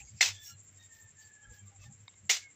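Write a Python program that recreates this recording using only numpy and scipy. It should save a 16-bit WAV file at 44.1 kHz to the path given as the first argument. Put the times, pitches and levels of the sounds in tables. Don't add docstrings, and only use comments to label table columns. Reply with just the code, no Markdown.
import sys
import numpy as np
from scipy import signal
from scipy.fft import rfft, irfft, next_fast_len
from scipy.io import wavfile
from scipy.ndimage import uniform_filter1d, map_coordinates

SR = 44100
rng = np.random.default_rng(int(sys.argv[2]) if len(sys.argv) > 2 else 0)


def invert_db(level):
    return 10 ** (np.asarray(level, dtype=float) / 20)


def generate_wav(signal):
    frames = np.transpose(np.atleast_2d(signal))
    scaled = np.clip(frames, -1, 1) * 32767
    pcm = np.round(scaled).astype(np.int16)
    wavfile.write(sys.argv[1], SR, pcm)


N = 112454


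def seconds():
    return np.arange(N) / SR


def unit(x):
    return x / np.sqrt(np.mean(x ** 2) + 1e-20)


def along(points, hz):
    f, v = np.transpose(points)
    return invert_db(np.interp(np.log(hz + 1), np.log(f + 1), v))


def wobble(rate):
    knots = rng.standard_normal(int(N * rate / SR) + 4)
    return map_coordinates(knots, [np.arange(N) * rate / SR])


def filtered(x, response):
    m = next_fast_len(N + SR // 2)
    return irfft(rfft(x, m) * response(np.fft.rfftfreq(m, 1 / SR)), m)[..., :N]


def resonances(peaks):
    def response(f):
        return sum((-1) ** k * invert_db(db) * 1j * f * width / (hz * hz - f * f + 1j * f * width)
                   for k, (hz, width, db) in enumerate(peaks))
    return response


def grains(response, grain_db, rate):
    level = invert_db(grain_db * wobble(rate))
    return unit(filtered(rng.standard_normal(N) * level, response))


def swell(centre, half):
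    return np.cos(np.pi / 2 * np.clip((seconds() - centre) / half, -1, 1)) ** 2


def swells(rows):
    return sum(invert_db(db) * swell(centre, half) for centre, half, db in rows)


def hoarse(turn, rate):
    level = 1 + 0.4 * wobble(rate)
    return unit(level * np.sin(turn + 0.8 * wobble(rate)))


def struck(events, modes, crack_db, ring_db):
    out, t = np.zeros(N + SR), np.arange(SR // 4) / SR
    for start, db in events:
        ring = 0
        for hz, level, t60 in modes:
            decay = invert_db(level + rng.normal(0, 3.0) - 60 * t / t60)
            ring = ring + decay * np.sin(2 * np.pi * hz * t + 0.56 * rng.normal())
        crack = invert_db(crack_db - 60 * t / 0.013) * rng.standard_normal(len(t))
        rise = 1 - np.exp(-t / 0.0001)
        out[round(start * SR):][:len(t)] += invert_db(db) * (invert_db(ring_db) * ring + crack) * rise
    return out[:N]


# frequency in Hz, width in Hz, level in dB.
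CICADA_BANDS = [(6470, 180, -11), (7448, 210, 8.5)]
# time in seconds, level in dB.
CHORUS_SWELL = [(0, 2), (.2, 1.5), (.4, 0), (.62, 1.5), (1.08, 2.5), (1.14, -2.5), (1.19, 3.5),
                (1.25, -0.5), (1.5, 1), (1.65, -4), (1.82, 0), (1.88, -2.5), (1.94, 2.5), (2.02, -4.5),
                (2.26, -0.5), (2.55, -3)]


def cicadas():
    t = seconds()
    buzz = 1 + 0.11 * np.sin(2 * np.pi * 48 * t + 2 * wobble(28))
    pulse_db = -4.9 * np.sin(2 * np.pi * 12 * t + 3.5)
    level = invert_db(-64 + pulse_db + np.interp(t, *np.transpose(CHORUS_SWELL)))
    song = buzz * level * grains(resonances(CICADA_BANDS), grain_db=-1.33, rate=14.12)
    return filtered(song, lambda f: along([(7650, 2), (8000, -33.5), (9000, -66.5)], f))


# centre in seconds, half length in seconds, level in dB.
MOTOR_SURGES = [(0.026, 0.072, -60), (0.145, 0.063, -49.5), (0.327, 0.09, -51.5), (0.442, 0.032, -63),
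                (0.552, 0.091, -56.5), (.64, .05, -68.5), (0.767, 0.13, -62.5), (0.868, 0.037, -65.5),
                (0.951, 0.019, -61), (1.051, 0.034, -58), (1.154, 0.071, -69.5), (1.263, 0.045, -67),
                (1.508, 0.096, -61), (1.655, 0.085, -53), (1.857, 0.14, -50.5), (2.02, 0.058, -56),
                (2.15, .07, -70.5), (2.251, 0.065, -58.5), (2.432, 0.064, -71)]
# frequency in Hz, width in Hz, level in dB.
MOTOR_HUM = [(98.4, 3.51, 12), (144, 33, -11), (201.3, 11, -9.5)]


def motor():
    def colour(f):
        return resonances(MOTOR_HUM)(f) / (1 + (f / 260) ** 4) / (1 + (75 / (f + 1)) ** 4)
    hum = grains(colour, grain_db=8.0, rate=8.11)
    hum = hum / np.sqrt(np.abs(uniform_filter1d(hum ** 2, size=2000)) + 0.041)
    return (invert_db(-74.5) + swells(MOTOR_SURGES)) * hum


# frequency in Hz, level in dB per Hz.
AIR_COLOUR = [(76, -33), (130, -7.5), (225, -11), (801, -17.5), (870, -20.5), (2180, -14.5), (4690, -26.5),
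              (7000, -20), (9100, -42.5), (15400, -120)]


def open_air():
    level = invert_db(-71 + 0.21 * wobble(12.0))
    return level * grains(lambda f: along(AIR_COLOUR, f), grain_db=1.17, rate=39)


def hiss():
    def colour(f):
        return along([(8000, -2.5), (10500, -9.5), (13000, -6), (15000, 8.5)], f) * (f > 7000)
    return invert_db(-87) * grains(colour, grain_db=3.0, rate=22)


# centre in seconds, half length in seconds, level in dB.
WIND_PUFFS = [
    (0.02, 0.11, -60),
    (0.31, 0.2, -70),
    (1.497, 0.055, -56.5),
    (1.826, 0.13, -65.5),
]


def wind():
    colour = [(22, -20.0), (63, 4.5), (90, -10), (400, -42.0), (2000, -120)]
    return (invert_db(-81.0) + swells(WIND_PUFFS)) * grains(lambda f: along(colour, f), grain_db=0.0, rate=15)


# centre in seconds, half length in seconds, body in dB, sizzle in dB.
HAND_MOVES = [(.0, 0.029, -61, -69), (0.165, 0.14, -69.5, -85), (0.344, 0.081, -55.5, -78),
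              (0.467, 0.084, -57.5, -56.5), (0.642, 0.023, -80, -74), (0.731, 0.035, -77, -81),
              (0.78, .012, -70, -80), (.83, 0.078, -67.5, -79), (0.968, 0.076, -67, -71),
              (1.03, 0.032, -83, -72.5), (1.221, 0.046, -65, -74), (1.28, .036, -70.5, -77.5),
              (1.556, .05, -66, -70.5), (1.669, 0.017, -75, -77), (1.842, 0.062, -61.5, -77),
              (2.407, 0.069, -54.5, -99)]
# frequency in Hz, level in dB per Hz.
CLOTH_COLOUR = [(240, -47.5), (400, -31.5), (1560, -36), (1740, -8.5), (4170, -7), (7440, -2),
                (10000, -60.5), (13000, -83), (22000, -120)]
# frequency in Hz, level in dB per Hz.
SIZZLE_COLOUR = [(5000, -27), (8500, -14), (8890, -15), (10300, -21.5), (14900, 4.5), (16000, -5)]
# frequency in Hz, width in Hz, level in dB.
PALM_SQUEAK = [(5574, 120, 7), (6420, 270, -1), (7460, 460, -4.5)]


def rustles():
    body = swells([(s, half, db) for s, half, db, _ in HAND_MOVES])
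    high = swells([(s, half, db) for s, half, _, db in HAND_MOVES])
    cloth = body * grains(lambda f: along(CLOTH_COLOUR, f), grain_db=-3.5, rate=510)
    sizzle = high * grains(lambda f: along(SIZZLE_COLOUR, f), grain_db=1.5, rate=99)
    squeak = grains(lambda f: resonances(PALM_SQUEAK)(f) * (f < 8600), grain_db=1.5, rate=100)
    return cloth + sizzle + invert_db(-49.5) * swell(0.4745, 0.075) * squeak


# centre in seconds, half length in seconds, frequency in Hz,
# width in Hz, level in dB.
BRUSHES = [
    (0, 0.041, 2510, 670, -54),
    (0.057, 0.075, 6630, 503, -58),
    (0.085, 0.065, 4830, 800, -69.5),
    (0.202, 0.05, 5170, 1200, -58.5),
    (0.208, 0.06, 2440, 503, -63),
    (1.199, .02, 6800, 890, -58.5),
    (1.821, 0.017, 5900, 890, -63),
    (1.84, 0.016, 5900, 1490, -69),
    (1.92, .008, 6230, 500, -76),
    (2.113, 0.033, 3020, 1204, -75.5),
]


def brushes():
    out = np.zeros(N)
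    for centre, half, hz, width, db in BRUSHES:
        colour = resonances([(hz, width, 0)])
        out += invert_db(db) * swell(centre, half) * grains(lambda f: colour(f) ** 2 * (f < 8000), grain_db=0, rate=360)
    return out


# centre in
# seconds, length in seconds, pitch in Hz, level in dB.
HEN_NOTES = [(.02, .08, 810, -69), (.085, .03, 2200, -67), (.375, .06, 3270, -62), (.512, .08, 1380, -65),
             (.51, .13, 2880, -65), (.53, .07, 4190, -67), (1.24, .1, 4600, -71), (1.47, .1, 1350, -74),
             (1.45, .06, 3170, -74), (1.51, .08, 870, -74), (1.52, .08, 500, -73), (1.6, .1, 3170, -76),
             (1.69, .1, 1180, -77), (1.745, .09, 800, -72), (1.83, .08, 1200, -75), (1.868, .07, 1790, -70),
             (1.86, .06, 3640, -72), (1.89, .12, 810, -73), (2.17, .06, 2120, -75), (1.63, .06, 2300, -74),
             (2.455, .16, 2190, -59), (2.43, .16, 1640, -71), (1.83, .09, 2600, -69),
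             (1.45, .07, 1680, -64), (1.845, .1, 600, -77)]


def hens():
    t, out = seconds(), np.zeros(N)
    for centre, length, hz, db in HEN_NOTES:
        turn = 2 * np.pi * hz * (t - 0.23 * (t - centre) ** 2)
        out += invert_db(db + 3.0) * swell(centre, length / 2) * hoarse(turn, 0.048 * hz + 40)
    return out


# start in seconds, peak in dB.
KNOCKS = [
    [(0.2072, -23.5), (0.2092, -6.5), (0.2144, -11.5), (0.2274, -10.5)],
    [(2.2944, -15), (2.2982, -9), (2.3084, -13.5), (2.3164, -10), (2.3304, -21)],
]
# start in seconds, crunch in dB, fade in dB per second,
# time until it stops in seconds, extra fade from then in dB per second.
CHOPS = [
    (0.2075, -23.5, 148, 0.082, 286),
    (2.293, -22, 234, 0.077, 140),
]
# frequency in Hz, level in dB, T60 in seconds.
BLADE_MODES = [
    [(758, 3.5, 0.026), (1960, 0.5, 0.027), (2090, 2, 0.043), (2598, 3, 0.077), (3660, -5.5, 0.07),
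     (4170, -3, 0.072), (5190, -2.5, 0.01), (5900, -9, .04), (7020, -16, .04), (7540, -15.5, 0.03)],
    [(421, 11, 0.075), (715, 8.5, 0.02), (2106, -1, 0.022), (2410, -6, 0.036), (2910, -2, 0.016),
     (3520, -4.5, 0.023), (4170, -3, 0.019), (5910, -3, 0.047), (6830, -7, 0.029), (6910, -6, .04)],
]
# frequency in Hz, level in dB per Hz.
GRIT_COLOURS = [
    [(150, -52.5), (430, -20), (1140, -14), (2400, -4.5), (5800, -2), (7600, -4), (8800, -28), (11000, -36)],
    [(150, -66), (400, -42), (1160, -17), (2130, -6), (5700, -5), (7300, -4), (9200, -26.5), (11500, -40)],
]


def hoe():
    t, out = seconds(), np.zeros(N)
    for chop, colour, knocks, modes in zip(CHOPS, GRIT_COLOURS, KNOCKS, BLADE_MODES):
        start, db, fade_db, stop, stopped_db = chop
        knock = struck(knocks, modes, crack_db=-4.5, ring_db=-15)
        out += filtered(knock, lambda f: along(colour, f) ** 0.8)

        since = np.clip(t - start, 0, None)
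        fade = fade_db * since + stopped_db * np.clip(since - stop, 0, None)
        rise = 1 - np.exp(-since / 0.0048)
        blade = resonances([(hz, 111.3, level) for hz, level, _ in modes])
        crunch = grains(lambda f: along(colour, f), grain_db=1.2, rate=700)
        through_blade = grains(lambda f: along(colour, f) * blade(f), grain_db=2.5, rate=170)
        out += invert_db(db - fade) * rise * (crunch + invert_db(-6.5) * through_blade)

        spit = grains(lambda f: along(SIZZLE_COLOUR, f) ** 0.7, grain_db=2, rate=300)
        out += invert_db(db - 18.5 - 1.1 * fade) * rise * spit
    return out


# start in seconds, frequency in Hz, level in dB.
STONE_PINGS = [(0.2089, 3600, -24), (0.2093, 2110, -17), (0.2137, 3650, -34), (0.214, 4250, -19),
               (0.214, 7540, -25), (0.2142, 5860, -22), (0.2155, 2080, -25), (0.2155, 5200, -25),
               (0.2167, 6900, -25), (0.2245, 3540, -25), (0.2253, 2025, -22.5), (0.2271, 5210, -20),
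               (0.2285, 3460, -33), (0.2291, 1775, -27), (0.251, 5900, -30), (0.2583, 6940, -31.5),
               (2.2965, 2010, -23), (2.2964, 2850, -25), (2.2994, 6950, -24), (2.3016, 2200, -25.5),
               (2.3057, 6960, -25), (2.3081, 3630, -42), (2.31, 4250, -30.5), (2.3103, 6020, -27),
               (2.3112, 6780, -25.5), (2.315, 6040, -32), (2.3204, 3920, -37), (2.3219, 6530, -33),
               (2.3255, 5650, -34), (2.329, 6800, -34), (2.3317, 5050, -35), (2.3324, 5560, -31.5),
               (2.3458, 6030, -36), (2.3502, 4950, -33)]


def stones():
    out, t = np.zeros(N + SR), np.arange(SR // 20) / SR
    envelope = invert_db(5.5 - 60 * t / 0.022) * (1 - np.exp(-t / 0.00078))
    phases = rng.uniform(0, 2 * np.pi, len(STONE_PINGS))
    for (start, hz, db), phase in zip(STONE_PINGS, phases):
        out[round(start * SR):][:len(t)] += invert_db(db) * envelope * np.sin(2 * np.pi * hz * t + phase)
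    return out[:N]


# start in seconds, end in seconds, second partial in Hz, its level in dB,
# level of the fourth partial in dB.
CROW_NOTES = [
    (0.292, 0.483, 1767, -66, -58.5),
    (0.422, 0.58, 1694, -69.5, -78),
    (0.766, 0.885, 1869, -68.5, -67),
    (0.878, 1.114, 1824, -64.5, -86),
    (1.151, 1.476, 1763, -64.5, -101),
    (1.412, 1.634, 1697, -64.5, -90),
]


def cock():
    t, out = seconds(), np.zeros(N)
    for start, end, hz, db, top_db in CROW_NOTES:
        pitch = hz - 209 * np.clip(t - start, 0, end - start)
        turn = np.pi * np.cumsum(pitch) / SR
        gate = np.clip(np.minimum(t - start, end - t) / 0.043, 0, 1)
        low = invert_db(db - 17.5) * hoarse(turn, 68)
        middle = invert_db(db) * hoarse(2 * turn, 110)
        top = invert_db(top_db) * hoarse(4 * turn, 230)
        out += gate * (low + middle + top)
    return out


# start in seconds, peak in dB.
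CRUMB_TICKS = [
    (1.6744, -58),
    (1.7629, -59),
    (1.8407, -49),
    (2.0775, -54),
    (2.0803, -38.5),
    (2.093, -59.5),
    (2.1309, -63),
    (2.1405, -55),
]
# frequency in Hz, level in dB, T60 in seconds.
CRUMB_MODES = [(1040, -6, 0.011), (2200, -3, 0.02), (3750, -1.5, 0.02), (4990, -11, 0.01)]


def crumbs():
    ticks = struck(CRUMB_TICKS, CRUMB_MODES, crack_db=-7, ring_db=-4)
    colour = [(300, -43), (700, -2.5), (1000, 0), (5000, 2), (6500, -32.5), (9000, -77.5)]
    return filtered(ticks, lambda f: along(colour, f))


def scene():
    background = cicadas() + motor() + open_air() + hiss() + wind()
    handling = rustles() + brushes()
    digging = hoe() + stones() + crumbs()
    return (background + handling + hens() + digging + cock())[None]


def roll_off(x):
    return signal.sosfilt(signal.butter(12, 16830, fs=SR, output="sos"), x)


def record(dry):
    mix = filtered(dry, lambda hz: np.clip((15700 - hz) / 250, 0, 1) ** 2)
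    return roll_off(mix)


dry = scene()
out = record(dry)
generate_wav(out)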